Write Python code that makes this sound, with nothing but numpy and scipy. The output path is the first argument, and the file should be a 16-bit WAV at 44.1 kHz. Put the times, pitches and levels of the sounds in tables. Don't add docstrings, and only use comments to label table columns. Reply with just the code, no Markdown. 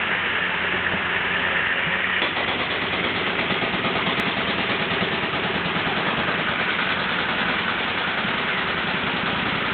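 import sys
import numpy as np
from scipy import signal
from scipy.fft import rfft, irfft, next_fast_len
from scipy.io import wavfile
from scipy.ndimage import uniform_filter1d

SR = 44100
rng = np.random.default_rng(int(sys.argv[2]) if len(sys.argv) > 2 else 0)


def file_out(sig):
    cols = np.atleast_2d(sig).T
    lim = np.clip(cols, -1, 1)
    pcm = np.round(lim * 32767).astype(np.int16)
    wavfile.write(sys.argv[1], SR, pcm)


N = 429093
TIME = np.arange(N) / SR
FIRST_BLOW_S = 2.218
RETURN_S = 0.068

# time_s, boom_db, housing_knock_db, slab_crack_db, housing_ring_db
PARTS_HEARD = [(2.3, 2.5, -9.5, 5, -14.5), (2.9, 3, -4, 3.5, -8.5), (3.3, 2.5, -1, 1.5, -2),
               (4.0, 4.5, 1.5, 5.5, 2), (4.4, 3.5, -0.5, 3, -4), (4.9, 3.5, 1.5, 3, -1.5),
               (5.7, 4.5, 0, 3.5, -3), (6.25, 5.5, -3, 7.5, -6), (6.65, 1, -18, 0.5, -13),
               (7.5, 1, -14, 4, -10), (8.5, -0.5, -6, 1, -10.5), (9.1, 1.5, -11.5, 1.5, -9),
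               (9.7, 4.5, -6, -0.5, -15)]
# time_s, clang_and_chips_db, direct_crack_db
STEEL_HEARD = [(2.3, 0, -31), (3.3, -1.5, -25.5), (4.2, 1.5, -29.5), (6.15, -0.5, -24.5), (6.3, -1.5, -28),
               (6.55, -2.5, -30), (6.7, 1.5, -29), (7.3, 0, -26), (7.8, 0, -24), (9.7, -1.5, -23.5)]


def from_db(db):
    return 10 ** (np.asarray(db) / 20)


def rms_one(x):
    return x / np.sqrt(np.mean(np.abs(x) ** 2) + 1e-20)


def in_time(rows):
    s, *columns = np.transpose(rows)
    return [np.interp(TIME, s, column) for column in columns]


def low_pass(x, hz, order=2):
    return signal.sosfilt(signal.butter(order, hz, fs=SR, output="sos"), x)


def high_pass(x, hz, order):
    return signal.sosfilt(signal.butter(order, hz, "high", fs=SR, output="sos"), x)


def complex_noise():
    return rng.standard_normal(N) + 1j * rng.standard_normal(N)


def drift(hz):
    knots = rng.standard_normal(int(N / SR * hz) + 2)
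    return np.interp(TIME * hz, np.arange(len(knots)), knots)


def clicks(times_s, sizes):
    out = np.zeros(N + SR)
    out[np.round(np.asarray(times_s) * SR).astype(int)] = sizes
    return out[:N]


def ring(drive, hz, t60_s):
    radius = from_db(-60 / (t60_s * SR))
    angle = 2 * np.pi * hz / SR
    return signal.lfilter([0, np.sin(angle)], [1, -2 * radius * np.cos(angle), radius ** 2], drive + 1e-18)


def knock(drive, hz, t60_s):
    rise = t60_s * SR / np.log(1000)
    return ring(ring(drive, hz, t60_s), hz, t60_s) * 2 * np.e / rise


def burst(drive, low_hz, high_hz, t60_s):
    band = signal.butter(2, [low_hz, high_hz], "band", fs=SR, output="sos")
    noise = signal.sosfilt(band, rng.standard_normal(N))
    decay = np.exp(-np.log(1000) / (t60_s * SR))
    return rms_one(noise) * signal.lfilter([1], [1, -decay], drive + 1e-18)


def modes(drive, table, waver_db, voice=ring):
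    out = 0
    for k, (hz, db, t60_s) in enumerate(table):
        share = from_db(db + waver_db * drift(9))
        out = out + (-1) ** k * voice(drive * share, hz, t60_s)
    return out


def colour(x, spectrum):
    hz, db = np.transpose(spectrum)
    n = next_fast_len(N + SR // 10)
    log_hz = np.log(np.arange(n // 2 + 1) * SR / n + 1e-9)
    beyond = np.abs(log_hz - np.clip(log_hz, np.log(hz[0]), np.log(hz[-1])))
    gain = from_db(np.interp(log_hz, np.log(hz), db)) * np.exp(-2 * beyond)
    return irfft(rfft(x, n) * gain, n)[:N] * np.sqrt(SR / 2)


def shifting_colour(x, patchy_db, count=18):
    n = next_fast_len(N)
    spectrum = rfft(x, n)
    band = np.interp(np.arange(n // 2 + 1) * SR / n, [300, 4200], [0, count - 1])
    out = 0
    for k in range(count):
        part = irfft(spectrum * np.maximum(1 - np.abs(band - k), 0), n)[:N]
        out = out + from_db(patchy_db * drift(24)) * part
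    return out


def echo_pattern(shape, count=4):
    echoes = shape * rng.standard_normal(len(shape))
    for _ in range(count):
        echoes = irfft(np.exp(1j * np.angle(rfft(echoes))), len(shape))
        echoes = echoes * shape / np.sqrt(np.abs(uniform_filter1d(echoes ** 2, size=200)) + 1e-20)
    return echoes


def reverberate(drive, spectrum, hold_s, t60_s, alike, count):
    shape = np.exp(-np.log(1000) * np.maximum(TIME[:SR // 3] - hold_s, 0) / t60_s)
    power = np.maximum(signal.oaconvolve(drive ** 2, shape ** 2)[:N], 0)
    scale = np.sqrt(power[TIME > FIRST_BLOW_S].mean())
    place = np.interp(TIME, [FIRST_BLOW_S, TIME[-1]], [0, count - 1])
    echoes = 0
    for k in range(count):
        nearness = np.cos(np.pi / 2 * np.minimum(np.abs(place - k), 1))
        echoes = echoes + nearness * signal.oaconvolve(drive, echo_pattern(shape))[:N]
    rattle = np.sqrt(power) * rng.standard_normal(N)
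    return colour(np.sqrt(alike) * echoes + np.sqrt(1 - alike) * rattle, spectrum) / scale


def pump_whine(firings):
    start_s, end_s, ramp_s = 1.5, 2, 0.31
    loaded_db, easy_db = -40.5, -56
    level_db = np.interp(TIME, [start_s - ramp_s, start_s, end_s, end_s + ramp_s],
                         [easy_db, loaded_db, loaded_db, easy_db])
    return np.sqrt(2) * from_db(level_db + 2.2 * drift(15)) * np.sin(2 * np.pi * 6 * firings)


def exhaust_and_fan(firings):
    # firing_multiple, level_db
    exhaust_tones = [(1, -44.5), (2, -39.5), (3, -51), (4, -45)]
    out = 0
    for multiple, db in exhaust_tones:
        level = from_db(db + 0.96 * drift(11))
        out = out + level * np.sin(2 * np.pi * (multiple * firings + rng.random()))
    fan = from_db(-45 + 2 * drift(8)) * np.sin(2 * np.pi * 4.42 * firings)
    return np.sqrt(2) * (out + fan)


def clatter(firings):
    # pitch_hz, density_db_per_hz
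    spectrum = [(30, -89.5), (55, -67.5), (85, -66), (130, -66), (210, -60), (300, -65.5), (390, -61),
                (600, -62.5), (800, -62), (950, -59), (1130, -62.5), (1250, -57.5), (1400, -58.5),
                (3000, -61), (4400, -78.5)]
    uneven_db = 0.99 * rng.standard_normal(int(firings[-1]) + 1)[firings.astype(int)]
    pulsing = rms_one(from_db(uneven_db - 2.5 * (firings % 1)))
    return pulsing * colour(rng.standard_normal(N), spectrum)


def oil_surges(blow_times_s):
    surge_db, decay_s = 3.5, 0.019
    since_s = TIME - np.r_[-1, blow_times_s][np.searchsorted(blow_times_s, TIME)]
    hammering = TIME > blow_times_s[0]
    surge = from_db(surge_db * np.exp(-since_s / decay_s))
    return np.where(hammering, surge / np.sqrt(np.mean(surge[hammering] ** 2)), 1)


def oil_hiss(firings, blow_times_s):
    # time_s, resonance_hz, level_db
    flow = [(0, 1760, -30), (.9, 1745, -31), (1.4, 1777, -30), (2.19, 1862, -23.5), (2.28, 1957, -28.5),
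            (4, 2100, -30.5), (5.9, 1695, -30.5), (6.5, 1505, -26), (8.3, 1475, -27.5), (9.73, 1421, -30)]
    # resonance_multiple, width_hz, level_db
    valve_bands = [(1, 220, 2.5), (1.26, 242, -5), (1.55, 140.5, -6)]
    oil_hz, oil_db = in_time(flow)
    wander = np.where(TIME > blow_times_s[0], 0.024, 0.011)
    phase = 2 * np.pi * np.cumsum(oil_hz * (1 + wander * drift(16))) / SR
    oil = 0
    for multiple, width_hz, db in valve_bands:
        swirl = low_pass(low_pass(complex_noise(), width_hz / 2, order=1), 600)
        clumps = from_db(2 * drift(36) + 2.3 * drift(350))
        oil = oil + from_db(db) * rms_one(clumps * (swirl * np.exp(1j * multiple * phase)).real)
    flutter_db = 1.0 * np.cos(2 * np.pi * firings)
    return from_db(oil_db + flutter_db) * oil_surges(blow_times_s) * oil


def excavator(blow_times_s):
    # time_s, firings_per_s, clatter_db, exhaust_and_fan_db
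    engine = [(0, 88, 0, -10), (.65, 91, -0.3, -1), (1.0, 89, 0, -1), (2.15, 92, 2.5, 0), (2.5, 90, 2, -5),
              (5.5, 87, 4.5, 1.5), (7, 87, 5, -3.5), (9.73, 93.5, 5, -4)]
    firing_hz, clatter_db, exhaust_db = in_time(engine)
    firings = np.cumsum(firing_hz * (1 + 0.004 * drift(14))) / SR
    tones = from_db(exhaust_db) * exhaust_and_fan(firings) + pump_whine(firings)
    return tones + from_db(clatter_db) * clatter(firings) + oil_hiss(firings, blow_times_s)


def swoops(width_hz=300):
    # centre_s, length_s, from_hz, to_hz, level_db
    slides = [(6.715, .55, 2533, 1837, -27), (8.57, .2, 2223, 1750, -23.5)]
    swirl = low_pass(complex_noise(), width_hz / 2)
    out = 0
    for s, length_s, from_hz, to_hz, db in slides:
        hz = np.interp(TIME, [s - length_s / 2, s + length_s / 2], [from_hz, to_hz])
        hiss = rms_one((swirl * np.exp(2j * np.pi * np.cumsum(hz) / SR)).real)
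        swell = np.exp(-np.minimum(np.abs(2 * (TIME - s) / length_s), 2 * np.e) ** 2)
        out = out + from_db(db) * swell * hiss
    return out


def tick():
    return signal.lfilter([1], [1, -0.9], clicks([4.199], from_db(-12.5)))


def knocks():
    # start_s, noise_db, upper_edge_hz, noise_t60_s, ring_hz, ring_db
    contacts = [(.512, -29.5, 1400, .06, 876, -27), (0.737, -26.5, 503, 0.07, 375, -28),
                (.92, -19, 2183, 0.084, 248, -33), (0.934, -22, 596, 0.09, 196, -20),
                (1.862, -31, 262, .15, 168, -19.5), (2.218, -14, 3600, 0.036, 980, -24)]
    white = high_pass(rng.standard_normal(N), 145, order=4)
    out = 0
    for s, db, top_hz, t60_s, ring_hz, ring_db in contacts:
        envelope = (TIME >= s) * np.exp(-np.log(1000) * np.clip(TIME - s, 0, 1) / t60_s)
        noise = from_db(db) * rms_one(low_pass(white, top_hz, order=3)) * envelope
        out = out + noise + knock(clicks([s], from_db(ring_db)), ring_hz, t60_s=0.067)
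    return out


def blows():
    # start_s, end_s
    runs = [(2.362, 4.21), (4.256, 9.7)]
    # time_s, blows_per_s
    rate = [(2.4, 8.806), (2.85, 9.021), (3.3, 8.537), (4.2, 9.239), (5.5, 9.46), (6.5, 9.671),
            (6.85, 10.067), (7.9, 10.195), (8.3, 9.868), (8.8, 10.285)]
    times_s = []
    for s, end_s in runs:
        while s < end_s:
            times_s.append(s)
            s += 1 / np.interp(s, *np.transpose(rate))
    return np.r_[FIRST_BLOW_S, times_s], np.r_[0, rng.normal(0, 0.5, len(times_s))]


def after(hits, delay_s, db):
    jitter, spread_db = 0.008, 0.24
    s, blow_db = hits
    late, strong = rng.standard_normal((len(s), 2)).T
    return clicks(s + delay_s * (1 + jitter * late), from_db(blow_db + db + spread_db * strong))


def boom(hits, strike):
    # pitch_hz, density_db_per_hz
    spectrum = [(30, -83.5), (50, -69), (80, -61), (125, -59.5), (172, -54), (205, -58), (240, -53.5),
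                (290, -55), (380, -59), (480, -62), (700, -81.5)]
    boom_db = in_time(PARTS_HEARD)[0]
    drive = strike + after(hits, RETURN_S, -2.0)
    return from_db(boom_db) * reverberate(drive, spectrum, hold_s=0.04, t60_s=0.22, alike=0.46, count=5)


def thuds(hits):
    # delay_s, pitch_hz, t60_s
    landings = [(0.0106, 185, 0.054), (.026, 227.4, .04), (.0705, 205, .038)]
    # time_s, recoil_db, settling_db, return_db
    heard = [(2.3, -30.5, -37, -39.5), (2.75, -25, -36.5, -36.5), (3.3, -23.5, -28, -35),
             (3.7, -17.5, -20.5, -28.5), (4.6, -18.5, -25, -26), (5.7, -17, -25, -29),
             (6.3, -19.5, -21, -22), (6.5, -21, -20, -27), (6.65, -29.5, -27, -23.5),
             (7.5, -29.5, -23, -20.5), (8.05, -40, -33, -29.5), (8.18, -23, -20.5, -17),
             (8.5, -30, -30, -25.5), (8.9, -24, -27, -18.5), (9.6, -24.5, -20, -20)]
    s, *levels = np.transpose(heard)
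    drives, out = 0, 0
    for (delay_s, hz, t60_s), db in zip(landings, levels):
        drive = after(hits, delay_s, np.interp(hits[0], s, db))
        drives = drives + drive
        out = out + knock(drive, hz, t60_s)
    return out + from_db(-8) * ring(drives, hz=177.4, t60_s=0.16)


def clang(strike):
    # pitch_hz, density_db_per_hz
    slab_spectrum = [(250, -83), (400, -66), (520, -59.5), (610, -59.5), (780, -58.5), (930, -62.5),
                     (1120, -59.5), (1240, -60.5), (1500, -69), (2200, -74.5)]
    # pitch_hz, density_db_per_hz
    steel_spectrum = [(700, -77), (1300, -68), (1700, -63), (2100, -59.5), (2500, -60), (2950, -63.5),
                      (3350, -59), (3750, -64.5), (4230, -69.5), (4550, -82.5)]
    slab_db, clang_db = in_time(PARTS_HEARD)[2], in_time(STEEL_HEARD)[0]
    slab = reverberate(strike, slab_spectrum, hold_s=0.048, t60_s=0.3, alike=0.5, count=4)
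    steel = reverberate(strike, steel_spectrum, hold_s=0.033, t60_s=0.59, alike=0.45, count=4)
    grit = from_db(1.5 * drift(300))
    return shifting_colour(from_db(slab_db) * slab + from_db(2 + clang_db) * steel * grit, patchy_db=3.0)


def chips(strike):
    # pitch_hz, density_db_per_hz
    spectrum = [(2900, -76.5), (3500, -63.5), (3900, -59), (4250, -61.5), (4550, -78.5)]
    clang_db = in_time(STEEL_HEARD)[0]
    splinters = reverberate(strike, spectrum, hold_s=0.042, t60_s=0.32, alike=0.092, count=2)
    return splinters * from_db(clang_db + 3.5 * drift(450))


def bright_contacts(hits, strike):
    crack_db = in_time(STEEL_HEARD)[1]
    crack = from_db(crack_db) * burst(strike, low_hz=1100, high_hz=2800, t60_s=0.051)
    return crack + burst(after(hits, RETURN_S, -24.5), low_hz=2900, high_hz=3700, t60_s=0.044)


def housing(hits, strike):
    # pitch_hz, level_db, t60_s
    housing_modes = [(387.6, -22.5, .05), (464, -30, 0.032), (525, -31.5, 0.074), (666, -25.5, 0.13),
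                     (831, -26, .07), (1233, -27.5, 0.14)]
    # delay_s, level_db
    shakes = [(0, -2.5), (.019, -2), (.060, 2)]
    _, knock_db, _, ring_db = in_time(PARTS_HEARD)
    shaking = sum(after(hits, s, db) for s, db in shakes)
    rebounding = strike + after(hits, 0.0365, -4.0)
    knocking = from_db(knock_db) * modes(shaking, housing_modes[:2], waver_db=1.5, voice=knock)
    return knocking + from_db(ring_db) * modes(rebounding, housing_modes[2:], waver_db=-0.5, voice=knock)


def panel(hits, strike):
    # pitch_hz, level_db, t60_s
    panel_modes = [(1262, -31, 0.092), (1440, -30, .07), (1522, -27.5, .08)]
    # time_s, level_db
    heard = [(6, -15), (6.4, 0), (7.5, 1.5), (8.4, -0.5), (9.7, -4)]
    drive = strike + after(hits, RETURN_S, -3)
    return from_db(in_time(heard)[0]) * modes(drive, panel_modes, waver_db=3.5, voice=knock)


def chisel(strike):
    # pitch_hz, level_db, t60_s
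    chisel_modes = [(1950, -28, 0.3), (2100, -34, 0.13), (3305, -29, 0.39), (3415, -29, 0.56)]
    # time_s, level_db, favoured_hz
    bounces = [(2.222, 7.5, 3460), (2.483, 10.5, 3295), (2.707, 7.5, 3295), (3.043, 3, 3295),
               (3.157, 1.5, 3295), (3.845, 4, 3460)]
    free_db, buried_db, sink_s = 0, -8.5, 1.2
    free = np.exp(-np.maximum(TIME - FIRST_BLOW_S, 0) / sink_s)
    level_db = buried_db + (free_db - buried_db) * free
    s, db, favoured_hz = np.transpose(bounces)
    singing = 0
    for hz, mode_db, t60_s in chisel_modes:
        loss_db = 11.5 * np.tanh(np.abs(hz - favoured_hz) / 100)
        singing = singing + ring(clicks(s, from_db(db + mode_db - loss_db)), hz, t60_s)
    return from_db(level_db) * modes(strike, chisel_modes, waver_db=4.5) + singing


def breaker(hits):
    strike = clicks(hits[0], from_db(hits[1]))
    concrete = boom(hits, strike) + thuds(hits) + clang(strike) + chips(strike)
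    metal = bright_contacts(hits, strike) + housing(hits, strike) + panel(hits, strike) + chisel(strike)
    return concrete + metal


def scene():
    hits = blows()
    return (excavator(hits[0]) + swoops() + knocks() + breaker(hits))[None]


def gain_control(x, target_db, release_db_per_s, sense_s):
    keep = np.exp(-1 / (sense_s * SR))
    level_db = 10 * np.log10(signal.lfilter([1 - keep], [1, -keep], x[0] ** 2) + 1e-12)
    fall_db = release_db_per_s * TIME
    held_db = np.maximum.accumulate(level_db + fall_db) - fall_db
    return x * from_db(-np.maximum(held_db - target_db, 0))


def steep_cut(x, hz):
    return signal.sosfilt(signal.ellip(10, 0.1, 90, hz, fs=SR, output="sos"), x)


def record(dry):
    thin = high_pass(dry, 32, order=2)
    dull = low_pass(thin, 3664, order=12)
    levelled = gain_control(dull, target_db=-22.0, release_db_per_s=0.5, sense_s=0.047)
    narrow = steep_cut(levelled, 4500)
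    return steep_cut(narrow + tick(), 16000)


dry = scene()
out = record(dry)
file_out(out)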